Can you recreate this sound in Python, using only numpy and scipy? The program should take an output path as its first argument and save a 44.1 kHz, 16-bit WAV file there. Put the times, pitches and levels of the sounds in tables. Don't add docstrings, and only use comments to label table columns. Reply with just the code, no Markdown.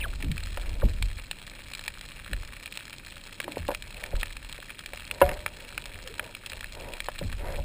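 import sys
import numpy as np
from scipy import signal
from scipy.fft import rfft, irfft, next_fast_len
from scipy.io import wavfile
from scipy.ndimage import uniform_filter1d, map_coordinates

SR = 44100
rng = np.random.default_rng(int(sys.argv[2]) if len(sys.argv) > 2 else 0)


def wav_out(sig):
    wavfile.write(sys.argv[1], SR, np.round(np.clip(np.atleast_2d(sig).T, -1, 1) * 32767).astype(np.int16))


N = 336924
TIME = np.arange(N) / SR


def amp(db):
    return 10 ** (np.asarray(db) / 20)


def unit(x):
    return x / np.sqrt(np.mean(x ** 2) + 1e-20)


def filtered(x, response):
    size = next_fast_len(len(x) + 8192)
    return irfft(rfft(x, size) * response(np.fft.rfftfreq(size, 1 / SR)), size)[:len(x)]


def noise(points):
    freqs, db = np.transpose(points)
    colour = lambda hz: amp(np.interp(np.log(hz + 1), np.log(freqs), db))
    return unit(filtered(rng.standard_normal(N), colour))


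def click(response, size=1024):
    cepstrum = irfft(np.log(response(np.fft.rfftfreq(size, 1 / SR)) + 1e-6))
    cepstrum[1:size // 2] *= 2
    cepstrum[size // 2 + 1:] = 0
    return irfft(np.exp(rfft(cepstrum)))


def envelope(s, rise, hold, t60):
    return np.clip(1 + (TIME - s) / rise, 0, 1) * amp(-60 * np.maximum(TIME - s - hold, 0) / t60)


def add(track, s, sound):
    part = track[max(round(s * SR), 0):][:len(sound)]
    part += sound[:len(part)]


# (frequency [Hz], width [Hz], level [dB])
CASE_RESONANCES = [(567, 130, -5.5), (873, 140, -9), (1300, 565, -6.5), (1764, 336, -3.5), (2395, 337, 0.5),
                   (2670, 600, -3), (3263, 306, -3.5), (3826, 610, -5), (4142, 386, -3), (5035, 370, -7.5),
                   (5560, 980, -12)]

def camera_case(hz):
    return np.sqrt(sum(amp(2 * db) / (1 + (2 * (hz - centre) / width) ** 2) ** 1.5
                       for centre, width, db in CASE_RESONANCES))


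def snap(centre_hz, body_db, width_octaves=0.82, peak_db=7, echo_t60=0.011, tail_db=-20, tail_t60=0.052):
    t = np.arange(SR // 30) / SR
    paths = rng.standard_normal(len(t)) * (amp(-60 * t / echo_t60) + amp(tail_db - 60 * t / tail_t60))
    paths[0] += 3
    peak = lambda hz: peak_db * np.exp(-(np.log2((hz + 1) / centre_hz) / width_octaves) ** 2)
    body = lambda hz: body_db / (1 + (hz / (1.35 * centre_hz)) ** 6)
    wave = signal.fftconvolve(paths, click(lambda hz: camera_case(hz) * amp(peak(hz) + body(hz))))
    return wave / np.sqrt(np.sum(wave ** 2) / (0.004 * SR))


def far_shrimp(snaps_per_s=270, faint_db=-56, spread_db=7, loudest_db=-39, haze_db=-56, directions=24):
    out = amp(haze_db) * unit(filtered(rng.standard_normal(N), camera_case))
    for _ in range(directions):
        when, size, tint = rng.random((int(snaps_per_s * N / SR / directions), 3)).T
        db = faint_db - spread_db * np.log(1 - size * (1 - np.exp((faint_db - loudest_db) / spread_db)))
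        spikes = np.bincount((when * N).astype(int), amp(db), N)
        centre_hz = 3000 * 2 ** (1.8 * (tint[0] - 0.5))
        out += signal.oaconvolve(spikes, snap(centre_hz, body_db=5))[:N]
    return out


# (frequency [Hz], relative level [dB])
RUMBLE_COLOUR = [(12, -9), (26, 5.5), (45, 2.5), (60, -9), (85, -5), (110, -19.5), (170, -49), (400, -49)]
SWISH_COLOUR = [(50, -10), (100, 5.5), (170, 1), (250, -1.5), (340, -5), (450, -11), (900, -22),
                (2000, -72)]
# (time [s], relative level [dB])
WATER_DRIFT = [(0, -30), (.48, -32.5), (.72, -27.5), (1.08, -35.5), (1.33, -46.5), (2.48, -44.5),
               (2.8, -54.5), (3.17, -46), (3.52, -56), (3.64, -44), (4.5, -41.5), (4.77, -54), (4.92, -45),
               (5.6, -48), (5.96, -42), (6.4, -53.5), (6.55, -42.5), (7.16, -40.5), (7.36, -31.5)]

def water(calm_swish_db=-56):
    drift = amp(np.interp(TIME, *np.transpose(WATER_DRIFT)))
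    wakes = sum(amp(db) * envelope(s + 0.02, rise=0.02, hold=0, t60=0.67)
                for s, *_, db, _, _ in GUN_JOLTS)
    stirred = sum(amp(db) * envelope(s, rise, hold=0, t60=0.38) for s, *_, db, rise in GUN_JOLTS)
    swirls = noise(RUMBLE_COLOUR)
    swirl_level = np.sqrt(np.abs(uniform_filter1d(swirls ** 2, size=4000)) + 0.056)
    push = np.minimum(amp(-2) * np.hypot(drift, wakes), amp(-28))
    rumble = push * swirls / swirl_level
    swish_level = np.sqrt(amp(calm_swish_db) ** 2 + (amp(-22) * drift) ** 2
                          + (amp(-8) * sliding()) ** 2 + stirred ** 2)
    return rumble + swish_level * noise(SWISH_COLOUR)


# (time [s], length [s], relative level [dB])
SLIDING_STROKES = [(.02, .04, -51.5), (0.624, 0.3, -54), (3.47, 0.11, -52), (3.984, 0.23, -51),
                   (5.142, 0.15, -48), (5.286, .035, -37), (5.362, 0.65, -54.5), (6.214, 0.052, -46),
                   (6.535, 0.037, -52), (6.781, 0.15, -44.5), (7.446, 0.1, -39)]

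def sliding(grip_db=-59.5):
    strokes = [amp(db) * envelope(s, rise=0.066, hold=length, t60=0.3)
               for s, length, db in SLIDING_STROKES]
    return np.sqrt(amp(grip_db) ** 2 + np.sum(np.square(strokes), axis=0))


# (frequency [Hz], relative level [dB])
SLIDE_COLOUR = [(200, -23), (400, -5), (540, 1.5), (720, -5.5), (820, -9.5), (970, -3.5), (1150, -42),
                (1500, -12.5), (2500, -41), (5000, -61)]
SCRAPE_COLOUR = [(600, -11), (950, -11), (1150, 1), (1300, -8), (1700, -2), (2050, 0), (2500, -15),
                 (4000, -51)]

def rubbing(grains_per_s=150, grain_db=2, light_db=-57, hard_db=-40, ring_width_hz=35):
    force = amp(-0.33) * sliding()
    contact = force / np.hypot(force, amp(light_db))
    ringing = lambda hz: 1 + sum(0.37 / (1 + (2 * (hz - centre) / ring_width_hz) ** 2)
                                 for centre, _, _ in GUN_RESONANCES)
    slide = contact * unit(filtered(noise(SLIDE_COLOUR), ringing))
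    scrape = amp(-6) * force / np.hypot(force, amp(hard_db)) * noise(SCRAPE_COLOUR)
    grains = rng.standard_normal(int(N * grains_per_s / SR) + 4)
    roughness = map_coordinates(grains, [TIME * grains_per_s])
    return force * unit(amp(grain_db * roughness)) * (slide + scrape)


# (time [s], relative level [dB], first pitch [Hz], last pitch [Hz], length [s])
SHAFT_CHIRPS = [(.008, -29.5, 2570, 2600, 0.027), (.033, -35, 3650, 3010, 0.017),
                (0.036, -30.5, 1960, 1146, 0.026), (0.057, -41.5, 800, 550, 0.022),
                (0.234, -37, 336, 222, 0.053), (0.28, -28, 204, 142, 0.077), (.817, -33, 1920, 850, .011),
                (.827, -23.5, 574, 450, .014), (0.837, -25.5, 236, 206, 0.032),
                (0.996, -43, 226, 179, 0.016), (2.294, -40, 258, 133, .037),
                (3.436, -42.5, 399.5, 276, .11), (4.126, -32, 846, 450, .019),
                (6.04, -45.5, 493, 470, 0.11), (7.218, -30.5, 191.6, 77, 0.044)]

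def chirps(waver=0.093, rough=0.8):
    out = np.zeros(N)
    for s, db, first_hz, last_hz, length in SHAFT_CHIRPS:
        progress = np.linspace(0, 1, int(length * SR))
        bend, flutter, smear = [np.interp(progress, np.linspace(0, 1, 12), points)
                                for points in rng.standard_normal((3, 12))]
        hz = first_hz * (last_hz / first_hz) ** progress * (1 + waver * bend)
        phase = 2 * np.pi * np.cumsum(hz) / SR
        tone = (1 + rough * flutter) * np.sin(phase) + rough * smear * np.cos(phase)
        swell = np.sqrt(np.abs(np.sin(np.pi * progress)))
        add(out, s, amp(db - 3) * unit(tone) * swell)
    return out


# (time [s], relative level [dB], centre pitch [Hz])
NEAR_SNAPS = [(0.2257, -34.5, 2480), (0.316, -33.5, 3500), (0.3792, -33, 2440), (.436, -37, 2550),
              (.573, -34.5, 1740), (1.025, -27.5, 3670), (1.3122, -28, 2920), (1.7358, -34.5, 2830),
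              (1.7504, -34, 2900), (1.7933, -36, 2760), (1.839, -39.5, 2480), (1.8793, -27, 2600),
              (2.011, -37.5, 2430), (2.3327, -29, 1960), (2.6587, -34.5, 2210), (2.724, -36, 2920),
              (2.7739, -32, 2850), (2.93, -38.5, 2440), (3.402, -27, 1860), (3.4428, -35, 2350),
              (3.521, -36, 2300), (3.681, -35.5, 2610), (3.7152, -36.5, 1670), (3.7481, -29, 2670),
              (3.8234, -36.5, 2800), (4.0386, -30.5, 1950), (4.2116, -35, 2950), (4.231, -25.5, 2100),
              (4.368, -36, 2580), (4.5266, -36, 2700), (4.7037, -36.5, 2030), (4.7916, -36.5, 2560),
              (4.8607, -34, 2950), (4.9344, -35.5, 2070), (4.9735, -37.5, 2130), (5.112, -26.5, 2560),
              (5.2637, -36, 1390), (5.2915, -29.5, 2320), (5.3144, -36, 1810), (5.4625, -24, 1900),
              (5.7782, -27, 2130), (5.8567, -36.5, 2650), (6.0753, -36, 2730), (6.1952, -25, 1830),
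              (6.3498, -34.5, 2390), (6.4616, -35, 3240), (6.499, -37, 3170), (6.5192, -36.5, 2260),
              (6.5324, -35.5, 2150), (6.608, -37, 2400), (6.643, -33.5, 1960), (6.9364, -34.5, 2700),
              (7.0038, -29, 2660), (7.19, -34, 3380), (7.3274, -36.5, 1740)]

def near_shrimp(thin_db=-35, thin_hz=2500):
    out = np.zeros(N)
    for s, db, hz in NEAR_SNAPS:
        body_db = 0.51 * (db - thin_db) + 14 * np.clip(np.log2(thin_hz / hz), -0.2, 0.35)
        add(out, s, amp(db + 2) * snap(hz, body_db))
    return out


# (time [s], level [dB], pitch [Hz], fade time [s],
# relative wake level [dB], swish level [dB], swish rise time [s])
GUN_JOLTS = [(0.267, -19.5, 55, 0.16, -36, -39.5, 0.11), (0.838, -9, 48.3, 0.19, -19.5, -34.5, 0.024),
             (1.015, -19.5, 44.5, .4, -32.5, -51, 0.027), (2.325, -24, 45.6, 0.26, -31.5, -45, .05),
             (3.594, -29.5, 82, 0.37, -34, -48, 0.32), (4.14, -16, 32.8, 0.28, -30.5, -48.5, 0.056),
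             (5.228, -19.5, 68.8, .27, -26.5, -60, .02), (7.245, -28.5, 86, 0.2, -30, -41.5, 0.075),
             (7.593, -25, 65, 0.23, -41, -44, .03)]

def jolts(attack_s=0.0029, octave_db=-12):
    out, t = np.zeros(N), np.arange(SR // 2) / SR
    for s, db, hz, t60, *_ in GUN_JOLTS:
        swing = np.sin(2 * np.pi * hz * t) + amp(octave_db) * np.sin(2 * np.pi * 2 * hz * t)
        add(out, s, amp(db - 60 * t / t60) * (1 - np.exp(-t / attack_s)) * swing)
    return out


# (pitch [Hz], relative level [dB], free fade time [s])
GUN_RESONANCES = [(107.5, -6.5, 0.18), (197, -14.5, 0.42), (364, -3.5, 0.075), (562.3, 2.5, 0.13),
                  (600, -17.5, 0.74), (726, -7, 0.23), (857, 1.5, 0.053), (971, -0.5, 0.055),
                  (1055, 0.5, 0.0063), (1273, 1, 0.019), (1445, -4, 0.062), (1660, -11, 0.057),
                  (2140, -12.5, 0.079), (2620, -19, 0.071), (2720, -4.5, 0.038), (2920, -7, .04),
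                  (3200, -1, 0.018), (4100, -9, 0.022)]
# (time [s], relative level [dB], treble limit [Hz], share of free fade time [0-1], bass limit [Hz])
GUN_KNOCKS = [(.5735, -22.5, 850, 0.23, 450), (3.4798, -17, 1210, 0.085, 447), (3.5706, -9, 405, 0.11, 300),
              (3.6877, -13.5, 930, 0.086, 302), (3.6914, -14.5, 840, 0.12, 300),
              (3.7052, -16, 880, 0.16, 328), (3.7195, -23, 810, 0.24, 330), (4.5876, -32.5, 724, 0.12, 300),
              (4.9335, -28, 915, 0.2, 400), (5.2153, -7.5, 2160, 0.93, 320), (5.2228, -10, 760, 0.55, 340),
              (5.2301, -27, 620, 0.15, 300), (7.0855, -13.5, 1700, 0.094, 760),
              (7.213, -21.5, 458, 0.33, 200), (7.5774, -29, 600, .27, 300), (7.5858, -26.5, 600, 0.71, 300)]

def knocks(attack_s=0.00053, crack_db=-2, crack_t60=0.044, scatter_db=1.6):
    out, t = np.zeros(N), np.arange(SR // 2) / SR
    hz, level, free_t60 = np.transpose(GUN_RESONANCES)[:, :, None]
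    for s, db, treble_hz, share, bass_hz in GUN_KNOCKS:
        note_db = level + scatter_db * rng.standard_normal(hz.shape)
        t60 = free_t60 * share + 0.0039
        ring = np.sum(amp(note_db - 60 * t / t60) * np.sin(2 * np.pi * hz * t), axis=0)
        crack = amp(crack_db - 60 * t / crack_t60) * rng.standard_normal(len(t))
        blow = (ring + crack) * (1 - np.exp(-t / attack_s))
        dulled = signal.lfilter(*signal.butter(2, treble_hz, fs=SR), blow)
        bass_cut = signal.butter(2, bass_hz, "highpass", fs=SR)
        add(out, s, amp(db - 3) * signal.lfilter(*bass_cut, dulled))
    return out


def scene():
    shrimp = near_shrimp() + far_shrimp()
    handling = knocks() + chirps() + jolts() + rubbing()
    return (shrimp + handling + water())[None]


def record(dry, clock_hz=12000, edge_hz=5750, top_hz=15500):
    band = filtered(dry[0], lambda hz: 1 / np.sqrt(1 + (hz / edge_hz) ** 24))
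    slow_samples = signal.resample_poly(band, clock_hz, SR)
    held = np.repeat(slow_samples, 8)
    out = signal.resample_poly(held, SR, 8 * clock_hz)[:N]
    return filtered(out, lambda hz: hz < top_hz)[None]


dry = scene()
out = record(dry)
wav_out(out)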